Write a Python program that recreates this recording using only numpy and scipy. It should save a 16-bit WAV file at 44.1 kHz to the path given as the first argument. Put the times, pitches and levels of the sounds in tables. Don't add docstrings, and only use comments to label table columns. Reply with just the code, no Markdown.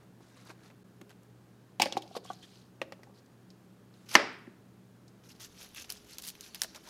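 import sys
import numpy as np
from scipy import signal
from scipy.fft import rfft, irfft, next_fast_len
from scipy.io import wavfile
from scipy.ndimage import uniform_filter1d

SR = 44100
rng = np.random.default_rng(int(sys.argv[2]) if len(sys.argv) > 2 else 0)


def to_wav(s):
    ch = np.atleast_2d(s).T
    pcm = np.round(np.clip(ch, -1, 1) * 32767)
    wavfile.write(sys.argv[1], SR, pcm.astype(np.int16))


def nominal_scale(level):
    x = np.asarray(level, float) / 20
    return 10 ** x


N = 303849

# (time [s], level [dB])
CHOP = (4.1531, 3)


def unit(x):
    return x / np.sqrt(np.mean(x ** 2) + 1e-20)


def along(points, hz):
    f, v = np.transpose(points)
    return np.interp(np.log(hz + 1), np.log(f + 1), v)


def filtered(x, response):
    m = next_fast_len(len(x) + min(len(x), 8192))
    spectrum = rfft(x, m) * response(np.fft.rfftfreq(m, 1 / SR))
    return irfft(spectrum, m)[:len(x)]


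def resonance(hz, width_hz):
    return lambda f: 1j * f * width_hz / (hz * hz - f * f + 1j * f * width_hz)


def colour(spectrum):
    return lambda f: nominal_scale(along(spectrum, f))


def noise(spectrum):
    return unit(filtered(rng.standard_normal(N), colour(spectrum)))


def add(track, s, sound):
    part = track[round(s * SR):][:len(sound)]
    part += sound[:len(part)]


def refrigerator():
    # (time [s], level [dB])
    hush = [(15, -55), (25, -31), (85, -19), (130, -13), (200, -10), (260, -11), (420, -16), (630, -21),
            (1000, -25), (1600, -27), (2100, -33), (4000, -36), (8000, -40.5), (16200, -44)]
    hush_level = [(0, -62.5), (5.43, -62.5), (5.47, -64.5), (6.89, -62.5)]
    # (time [s], level [dB])
    hum_level = [(0, -62.5), (5.43, -62), (5.47, -71), (6.89, -77)]
    # (frequency [Hz], width [Hz], level [dB])
    cabinet = [(186, 5.5, -64.5), (235, 11, -74), (330, 7.1, -74), (413.6, 4.7, -73)]
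    # (frequency [Hz], width [Hz], level [dB])
    whine = (6700, 60, -92)
    # (time [s], level [dB])
    rumble_level = [(0, -110), (5.3, -80), (5.47, -70), (6.89, -73.5)]
    t = np.arange(N) / SR

    def level(rows):
        return nominal_scale(np.interp(t, *np.transpose(rows)))

    def drone(hz, width_hz):
        return unit(filtered(rng.standard_normal(N), resonance(hz, width_hz)))

    tone = np.sin(2 * np.pi * 119.6 * t) + 0.4 * drone(119.9, 18)
    hum = nominal_scale(1.0) * level(hum_level) * tone
    drones = sum(nominal_scale(db) * drone(hz, width) for hz, width, db in cabinet + [whine])
    rumble = level(rumble_level) * noise([(15, -17.0), (40, -3.5), (80, 2.5), (140, -12.5), (300, -51.5)])
    return hum + drones + rumble + nominal_scale(0.5) * level(hush_level) * noise(hush)


def kitchen(x):
    # (frequency [Hz], t60 [s])
    room_t60 = [(150, 0.88), (500, 0.37), (1500, 0.58), (4500, 0.47), (8000, 0.34), (14000, .12)]
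    # (frequency [Hz], level [dB])
    room_tone = [(100, -9), (300, 9), (1500, -7.5), (5000, 0), (9000, -7), (15000, -16)]
    hz, t, z = signal.stft(rng.standard_normal(SR // 2), SR, nperseg=256)
    gain_db = along(room_tone, hz)[:, None] - 60 * t / along(room_t60, hz)[:, None]
    tail = signal.istft(z * nominal_scale(gain_db), SR, nperseg=256)[1]
    delayed = np.pad(x, (200, 0))
    return signal.fftconvolve(delayed, tail / np.linalg.norm(tail))[:N]


def patchy(x, depth_db):
    z = signal.stft(x, nperseg=128)[2]
    field = uniform_filter1d(rng.standard_normal(z.shape), size=4, axis=0)
    field = uniform_filter1d(field, size=5, axis=1)
    return signal.istft(z * nominal_scale(depth_db * unit(field)), nperseg=128)[1][:N]


def rubbing(strokes, spectrum, rate, scatter_db, smooth, slow=()):
    # (frequency [Hz], density [dB per Hz])
    body = [(200, -27.5), (500, -2), (900, -2.5), (1600, -3.5), (2600, -11.5), (5000, -54.5)]
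    quick_rise, lean_rise, fall = 0.16, 0.46, 0.38
    t, fine, dull = np.arange(N) / SR, np.zeros(N), np.zeros(N)
    for rows, rise in ((strokes, quick_rise), (slow, lean_rise)):
        for s, length, db, body_db in rows:
            corners = [0, rise, max(1 - fall, rise), 1]
            shape = np.interp(t[t < length] / length, corners, [0, 1, 1, 0]) ** 2
            add(fine, s, nominal_scale(db) * shape)
            add(dull, s, nominal_scale(db + body_db) * shape)
    strength = nominal_scale(scatter_db * np.clip(rng.standard_normal(N), -2, 2))
    fractures = (rng.random(N) < rate / SR) * strength
    grit = unit(signal.fftconvolve(fractures, nominal_scale(-60 * t[:400] / .004))[:N])

    def excite(spec):
        rough = patchy((smooth + grit) * rng.standard_normal(N), depth_db=3.0)
        return unit(filtered(rough, colour(spec)))

    return fine * excite(spectrum) + dull * excite(body)


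def fingers():
    # (time [s], length [s], level [dB], body [dB])
    rustles = [(.0, 0.054, -74.5, 8.5), (.17, 0.29, -69.5, -5), (.35, 0.13, -66.5, -1.5),
               (.445, 0.11, -62, 2), (.49, 0.031, -64.5, 8.5), (.565, 0.088, -76, 6), (.62, .1, -65.5, 1.5),
               (.695, 0.037, -73.5, 9.5), (1.013, 0.0084, -56.5, 2.5), (1.095, 0.036, -63.5, 0),
               (2.417, 0.056, -61, -10), (2.485, 0.17, -76, -24.5), (3.91, 0.2, -72.5, -18)]
    # (frequency [Hz], density [dB per Hz])
    dry_spectrum = [(880, -32), (1500, -11), (3150, -13), (3620, -10), (6430, -14), (12000, -24),
                    (16000, -44)]
    return rubbing(rustles, dry_spectrum, rate=600, scatter_db=4.1, smooth=2.2)


def rolling():
    # (time [s], length [s], level [dB], body [dB])
    tumbles = [
        (1.8, 0.11, -48.5, -24),
        (1.86, 0.16, -63, 4),
        (1.975, 0.26, -68.5, -16),
        (2.105, 0.12, -66, -14),
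        (2.15, 0.04, -49.5, -4.5),
        (2.22, 0.18, -58.5, -8),
        (2.32, 0.44, -66, -24.5),
        (3.135, 0.09, -69.5, -1),
    ]
    # (frequency [Hz], density [dB per Hz])
    roll = [(880, -34.5), (1500, -19.5), (3000, -4.5), (3660, -4.5), (4240, -1.5), (8400, -15.5),
            (11700, -19.5), (16000, -35)]
    return rubbing(tumbles, roll, rate=500, scatter_db=4.2, smooth=2.2)


def crack(hz, spread, sheen_db, t60, spike=1):
    t = np.arange(SR // 12) / SR
    a, b = rng.standard_normal((2, len(t)))
    a[0] = b[0] = spike
    band, bright = resonance(hz, spread * hz), resonance(hz=11000, width_hz=9000)
    core = filtered(a * nominal_scale(-60 * t / t60), lambda f: band(f) ** 2 / (1 + 1j * f / (3.3 * hz)))
    sheen = filtered(b * nominal_scale(-140 * t / t60), lambda f: bright(f) ** 2)
    return core / np.abs(core).max() + nominal_scale(sheen_db) * sheen / np.abs(sheen).max()


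def ring(modes, attack):
    t = np.arange(SR // 9) / SR
    tone = np.zeros(len(t))
    for (hz, db, t60), luck_db in zip(modes, rng.normal(0, 1.2, len(modes))):
        tone += nominal_scale(db + luck_db - 60 * t / t60) * np.sin(2 * np.pi * hz * t)
    return tone * (1 - np.exp(-t / attack))


def knocks():
    # (time [s], peak [dB], spot [Hz], share of the whole bowl [dB])
    landings = [(0.205, -49.5, 331, 0.5), (0.499, -39.5, 307, -11), (1.0145, -38, 300, -10.5),
                (1.7993, -12.5, 822, -11), (1.8188, -14.5, 830, -13), (1.828, -26.5, 810, 0),
                (1.837, -32.5, 840, 4.5), (1.8585, -19.5, 568, -14), (1.884, -35, 575, -7),
                (1.923, -38.5, 805, 5.5), (1.9535, -30, 280, -9), (1.9694, -14.5, 788, -10),
                (2.0095, -44, 800, -14), (2.0365, -40.5, 578, -20), (2.0525, -43, 670, -8),
                (2.1115, -39.5, 710, -12), (2.151, -34, 730, -9), (2.166, -23.5, 476, -6),
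                (2.251, -42, 744, -15), (2.302, -26, 745, -9.5), (2.816, -31, 595, -9.5),
                (2.922, -47, 456, 7), (2.993, -46, 384, -4), (3.032, -48.5, 480, -1.5),
                (3.071, -46.5, 810, -12), (3.095, -53.5, 510, 4), (6.646, -38, 650, -13),
                (6.874, -44, 940, -13)]
    # (time [s], peak [dB], spot [Hz], t60 [s], share of
    # the bowl [dB])
    rim = [(1.859, -30, 265, 0.06, -23), (1.9705, -31, 380, 0.058, -12), (2.1523, -33, 1120, 0.044, -18),
           (2.3022, -31, 1150, 0.045, -29), (2.303, -37.5, 1485, 0.047, -24),
           (1.8586, -23.5, 785, .02, -20), (2.168, -31.5, 683, 0.047, -26), (1.7988, -24.5, 2630, .02, -30),
           (1.799, -26, 3900, 0.018, -28.5), (1.8192, -19, 3030, 0.02, -30),
           (1.8192, -17.5, 2293, 0.028, -29.5), (2.8181, -33.5, 370, 0.039, -1),
           (4.1545, -19, 190, 0.026, -30), (4.157, -23.5, 270, 0.12, -7.5), (1.8045, -25, 700, .014, -20),
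           (4.163, -14, 2080, .022, -40), (4.1625, -21, 1060, .03, -40), (4.1535, -20, 3850, .02, -40),
           (1.868, -29, 560, 0.059, -21), (1.0195, -42, 230, .05, -20), (4.1961, -28, 577, 0.12, -19.5),
           (4.4746, -36.5, 234, 0.065, -15.5), (4.476, -36.5, 350, 0.045, -19.5),
           (2.251, -43, 1110, 0.034, -21)]
    # (frequency [Hz], level [dB], t60 [s])
    bowl_modes = [(170, -10.5, 0.029), (254, -3.5, 0.04), (337, -2, 0.033), (543.5, -3, 0.033),
                  (740, 6, 0.012), (1091, -12, 0.052), (1343, -18, 0.0068)]
    # (time [s], level [dB], softness [dB per octave])
    taps = [
        (2.8158, -24.5, -0.5),
        (2.9222, -34.5, -1.5),
        (2.993, -50.5, -6.5),
        (3.033, -50, -0.5),
    ]
    # (frequency [Hz], level [dB], t60 [s])
    slab = [(545, -5, 0.045), (632, -14.5, 0.1), (810, -9, 0.029), (1205, -11.5, 0.033), (1905, -5, 0.022),
            (2790, -8, 0.02), (3470, -16, 0.02)]
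    out = np.zeros(N)
    spots = [(s, db, hz, 0.032, share_db) for s, db, hz, share_db in landings]
    for s, db, hz, t60, bowl_db in spots + rim:
        add(out, s, nominal_scale(db - 2.5) * ring([(hz, 0, t60)], attack=0.00078))
        add(out, s, nominal_scale(db + bowl_db) * ring(bowl_modes, attack=0.00095))
        add(out, s, nominal_scale(db - 18) * crack(0.91 * hz, 0.48, -56.0, 2.2 * t60))
    for s, db, tilt_db in taps:
        tilted = [(hz, g + tilt_db * np.log2(hz / slab[0][0]), t60) for hz, g, t60 in slab]
        add(out, s, nominal_scale(db) * ring(tilted, attack=0.00029))
    return out


def cracks(events, spread, after_db, linger):
    out = np.zeros(N)
    wide = max(.8 * spread, .8)
    for s, db, hz, sheen_db, t60 in events:
        add(out, s + .0006, nominal_scale(db) * crack(hz, spread, sheen_db, 0.12 * t60, spike=3.2))
        add(out, s + .0008, nominal_scale(db + after_db) * crack(hz, wide, sheen_db, linger * t60))
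    return out


def thuds():
    # (time [s], peak [dB], centre [Hz], sheen [dB], t60 [s])
    hits = [(1.8125, -32.5, 4500, -12, 0.072), (1.8193, -17, 5100, -16, 0.035),
            (1.9241, -29, 5570, -24, 0.017), (2.1511, -53, 1046, -40, .04), (2.4351, -48, 3300, -16, 0.061),
            (2.8161, -38, 1630, -41, 0.1), (2.8165, -40, 5360, -22.5, 0.017),
            (2.9221, -42, 4290, -26, 0.035), (3.0331, -51.5, 5090, -23, 0.077),
            (6.6174, -25, 1715, -42, 0.012), (6.6176, -43.5, 800, -38, 0.013),
            (5.762, -38.5, 2600, -30, .06), (5.78, -37.5, 3080, -30, .06),
            (6.5466, -42.5, 4300, -30.5, 0.055), (6.64, -38, 4300, -30.5, .06),
            (6.6174, -15, 5570, -2, 0.018), (5.9018, -26, 4520, -21.5, 0.013)]
    return cracks(hits, spread=0.3, after_db=-5.0, linger=0.85)


def floret_cracks():
    # (time [s], peak [dB], centre [Hz])
    breaks = [(0.501, -51.5, 2430), (1.0124, -56, 2180), (1.7982, -19, 2950), (1.8188, -13, 2850),
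              (1.8296, -24, 2660), (1.8376, -27, 2550), (1.8564, -32, 1800), (1.8648, -37, 2380),
              (1.9235, -28, 3360), (1.9684, -37, 2450), (1.9745, -31, 3900), (2.0225, -41, 3450),
              (2.077, -49, 4220), (2.151, -46, 3450), (2.1664, -40, 3660), (2.246, -48, 6600),
              (2.3274, -55, 6500), (2.4279, -48.5, 3300), (2.8156, -29.5, 2770), (2.9226, -43, 2520),
              (3.032, -51, 1980), (3.186, -60.5, 5040), (3.2598, -59, 4800), (3.5028, -49, 4550),
              (3.9394, -54, 4030), (4.195, -25.5, 1500), (4.212, -33, 1300), (4.33, -60, 8100),
              (4.386, -62, 8000), (4.4692, -52.5, 1817), (5.0794, -51.5, 5160)]
    # (sheen of a -35 dB crack [dB], slope [dB per dB])
    sheen_law = (-25.5, -.6)
    events = []
    for s, db, hz in breaks:
        sheen_db = sheen_law[0] + sheen_law[1] * (db + 35)
        events.append((s, db, hz, sheen_db, 0.055))
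    return cracks(events, spread=0.29, after_db=-2.5, linger=0.95)


def tears(events):
    rise_s, hold_s, drop_t60 = .0001, .0008, .007
    tail_db, tail_t60 = -13, 0.072
    out, t = np.zeros(N), np.arange(SR // 30) / SR
    after = np.clip(t - hold_s, 0, None)
    decay = np.maximum(nominal_scale(-60 * after / drop_t60), nominal_scale(tail_db - 60 * after / tail_t60))
    shape = np.clip(t / rise_s, 0, 1) * decay
    size = np.sqrt(SR * hold_s)
    bright = resonance(hz=11000, width_hz=6500)
    for s, db, hz, sheen_db in events:
        a, b = rng.standard_normal((2, len(t))) * shape
        a[0] = b[0] = 5
        band = resonance(hz, 1.3 * hz)
        core = filtered(a, lambda f: band(f) ** 2)
        sheen = filtered(b, lambda f: bright(f) ** 2)
        burst = core / np.linalg.norm(core) + nominal_scale(sheen_db) * sheen / np.linalg.norm(sheen)
        add(out, s, nominal_scale(db) * size * burst)
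    return out


def contacts():
    # (time [s], level [dB], centre [Hz], sheen over crack [dB])
    ticks = [(0.4525, -59.5, 6000, 0), (0.476, -56, 1300, -14), (0.552, -61, 1400, -15),
             (0.593, -61, 1500, -15), (0.659, -58.5, 1900, -14), (0.678, -58, 1700, -14),
             (1.0135, -51, 1400, -4), (1.0945, -53, 2500, -4), (1.106, -53, 2200, -10),
             (1.128, -59, 2300, -22), (1.2328, -60, 6500, -7), (1.7986, -29, 3770, -22),
             (1.8168, -27, 3300, -18), (1.818, -26, 3600, -18), (1.8065, -32, 3500, -22),
             (1.8275, -25, 3300, -20), (2.1668, -41, 5000, -12), (1.8205, -19, 5500, -20),
             (1.8572, -31, 3000, -26), (1.9686, -41, 4000, -20), (1.9738, -39, 4960, -26),
             (2.0212, -44.5, 4100, -25), (2.8158, -36, 1400, -28), (2.8162, -42, 4500, -24),
             (2.9224, -46, 1300, -19), (2.9226, -50, 5000, -15), (3.0328, -55.5, 4500, -10.5),
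             (5.848, -47, 3496, -14.5), (5.953, -50, 4690, -14.5), (6.0875, -56, 4000, -5.5)]
    return tears(ticks)


def chop():
    # (frequency [Hz], level [dB], t60 [s])
    board = [(286, -22.5, .08), (328.3, -27, 0.13), (604, -21.5, 0.054), (806, -13.5, .035),
             (1058.6, -16.5, .035), (1330, -13.5, 0.028), (1600, -24, .012), (1813, -5.5, 0.021),
             (2080, -8, .025), (2640, -11, .012), (2880, -8.5, .012), (4320, -15.5, .022),
             (5120, -22, 0.029), (6150, -9, 0.0073)]
    # (delay [s], level [dB])
    walls = [(.0008, -2.5), (.002, -5), (.0042, -8), (.006, -14.5), (.009, -11), (.011, -11), (0.0164, -19)]
    out = np.zeros(N)
    s, db = CHOP
    add(out, s, nominal_scale(db - 0.7) * ring(board[:4], attack=.002))
    add(out, s, -nominal_scale(db - .4) * ring(board[4:], attack=.00005))
    add(out, s, nominal_scale(db - 21.0) * crack(5400, 0.19, -19.5, 0.0046))
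    add(out, s + .004, nominal_scale(db - 21.5) * crack(1300, 1.8, -48.5, 0.1))
    for delay, wall_db in walls:
        add(out, s + delay, nominal_scale(db + wall_db - 11) * crack(1500, 0.97, -51.5, 0.0067))
        add(out, s + delay, nominal_scale(db + wall_db - 16.5 - 400 * delay) * crack(4800, 0.41, -46.0, 0.015))
    return out


def blow():
    # (frequency [Hz], level [dB])
    bang = [(150, -4), (300, -5.5), (600, -2.5), (1000, 2), (2000, 4.5), (3200, -7.5), (4200, -13.5),
            (5100, -8.5), (6500, -19.5), (10000, -23.5)]
    impulse = np.zeros(N)
    impulse[round(CHOP[0] * SR)] = 1
    return filtered(impulse, colour(bang))


def singing():
    # (time [s], length [s], level [dB], frequency [Hz])
    songs = [
        (6.46, 0.17, -66, 4400),
        (6.62, .11, -65, 4360),
        (5.75, 0.087, -58, 2600),
        (5.4, 0.059, -62, 3300),
        (2.265, .055, -57, 3350),
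        (2.42, .037, -55, 3250),
        (6.125, .022, -52, 4500),
    ]
    out = np.zeros(N)
    t = np.arange(SR // 5) / SR
    for s, length, db, hz in songs:
        narrow = resonance(hz, width_hz=450)
        tone = unit(filtered(rng.standard_normal(len(t)), lambda f: narrow(f) ** 2))
        add(out, s, nominal_scale(db) * tone * np.sin(np.pi * np.clip(t / length, 0, 1)))
    return out


def sawing():
    # (time [s], length [s], level [dB], body [dB])
    strokes = [(4.055, 0.043, -63.5, -18), (4.083, 0.052, -50, -15), (4.105, 0.063, -49, -8),
               (5.23, 0.067, -65.5, -21), (5.283, 0.058, -58, -11.5), (5.345, 0.029, -70, -18.5),
               (5.39, 0.099, -50.5, -17.5), (5.787, 0.059, -51, -21), (5.84, 0.014, -62, 1),
               (5.89, 0.04, -49.5, -7), (5.92, 0.095, -64.5, -12), (6.075, 0.11, -60, -17),
               (6.182, 0.03, -55, -7), (6.22, 0.1, -54.5, -12), (6.4, 0.11, -57.5, -37),
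               (6.544, 0.027, -55, -6.5), (6.56, 0.088, -62, -23), (6.618, 0.047, -51.5, -2),
               (6.742, 0.049, -57.5, 2)]
    # (time [s], length [s], level [dB], body [dB])
    pressing = (5, 3.5, -63.5, -7.5)
    # (time [s], length [s], level [dB], body [dB])
    leans = [
        (4.115, 0.068, -37.5, -8),
        (5.545, 0.15, -53.5, -9.5),
        (5.74, 0.074, -48.5, -15.5),
        (6.82, 0.2, -52.5, 2.5),
    ]
    # (frequency [Hz], density [dB per Hz])
    wet_spectrum = [(710, -33), (1200, -7.5), (1930, -4.5), (3010, 0.5), (3510, -0.5), (6160, 1),
                    (8350, -10.5), (10400, -6), (13300, -10.5), (16000, -24.5)]
    return rubbing(strokes + [pressing], wet_spectrum, rate=500, scatter_db=4, smooth=2.8, slow=leans)


def snapping():
    # (time [s], level [dB], centre [Hz], sheen over crack [dB])
    snaps = [(5.2882, -61, 5000, -3), (5.3012, -56, 4960, -6), (5.3989, -49.5, 4000, -5),
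             (5.4135, -45, 4530, -12.5), (5.4325, -50, 4500, -11), (5.4412, -53, 3480, -15),
             (5.4572, -53, 5470, -3.5), (5.5766, -49, 2790, -16), (5.607, -54.5, 5000, -5),
             (5.6153, -56, 4000, 0), (5.6232, -54, 4950, -5), (5.6304, -49, 2500, 0),
             (5.6619, -59.5, 5000, 5), (5.6888, -57, 5120, 4), (5.7475, -44, 2600, 1),
             (5.7605, -49, 3000, -1), (5.774, -49, 4500, -10), (5.7825, -43, 3180, -15),
             (5.799, -50, 4500, -3), (5.822, -49.5, 6000, -9), (5.844, -44, 2600, -18),
             (5.8942, -45, 4500, -10), (5.902, -32.5, 4830, 0), (5.9226, -34.5, 5280, 1),
             (6.0465, -59, 4590, 1), (6.0684, -60.5, 6530, -1), (6.076, -61, 6000, 0),
             (6.1094, -50.5, 4630, -4), (6.1288, -50, 4500, -6), (6.134, -45, 4590, -16.5),
             (6.1841, -31.5, 5300, -5.5), (6.1995, -48, 4000, -7), (6.3528, -45, 2500, -12),
             (6.4089, -36, 4930, -8), (6.42, -58, 4000, -6.5), (6.5466, -34, 3800, -1.5),
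             (6.6075, -58, 9000, 5.5), (6.6179, -24.5, 5200, 1.5), (6.6348, -27, 5000, -20),
             (6.6487, -50, 9000, -1), (6.748, -42, 2590, -18), (6.752, -43, 3500, -16),
             (6.76, -43, 5500, -17), (6.8395, -55.5, 5000, -12.5), (6.866, -59, 5980, -5),
             (6.875, -46.5, 3990, -16.5)]
    # (time [s], level [dB], centre [Hz], sheen over crack [dB])
    judder = [(6.2175, -52, 6000, -1), (6.2216, -42, 5000, 0.5), (6.224, -45, 4520, -1.5),
              (6.2344, -45.5, 5500, -2), (6.238, -40, 4800, -8), (6.2415, -42, 5800, -3.5),
              (6.249, -44.5, 4000, 3.5), (6.253, -45, 3500, -4), (6.2581, -47.5, 4500, 4),
              (6.2612, -51, 5000, 1), (6.268, -40, 5500, -0.5), (6.274, -40, 5000, 5),
              (6.2771, -40.5, 4000, 2), (6.2804, -34, 5500, -8), (6.2866, -31, 5270, -13),
              (6.2893, -40.5, 5500, -2.5), (6.294, -37, 5000, -3.5), (6.3003, -45, 6000, 0),
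              (6.3023, -39, 4500, -4.5)]
    return tears(snaps + judder)


def scene():
    florets = fingers()
    bowl = knocks() + thuds() + floret_cracks() + rolling() + contacts()
    stems = snapping() + sawing()
    wet = nominal_scale(-22) * kitchen(bowl + florets) + nominal_scale(-22.0) * kitchen(stems) + nominal_scale(10.0) * kitchen(blow())
    direct = florets + bowl + stems + chop() + singing()
    near = filtered(direct + wet, lambda f: (1j * f / (150 + 1j * f)) ** 3)
    return np.tile(near + refrigerator(), (2, 1))


def roll_off(x):
    return signal.sosfilt(signal.butter(12, 16360, fs=SR, output="sos"), x)


def record(dry):
    # (time [s], half width [s])
    notch = (.838, .007)
    dip = np.clip(np.abs(np.arange(N) / SR - notch[0]) / notch[1], .05, 1)
    limited = filtered(dry[0], lambda f: 1 / (1 + (f / 15850) ** 60))
    mix = np.clip(limited * dip, -1, 1) * np.ones_like(dry)
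    return roll_off(mix)


dry = scene()
out = record(dry)
to_wav(out)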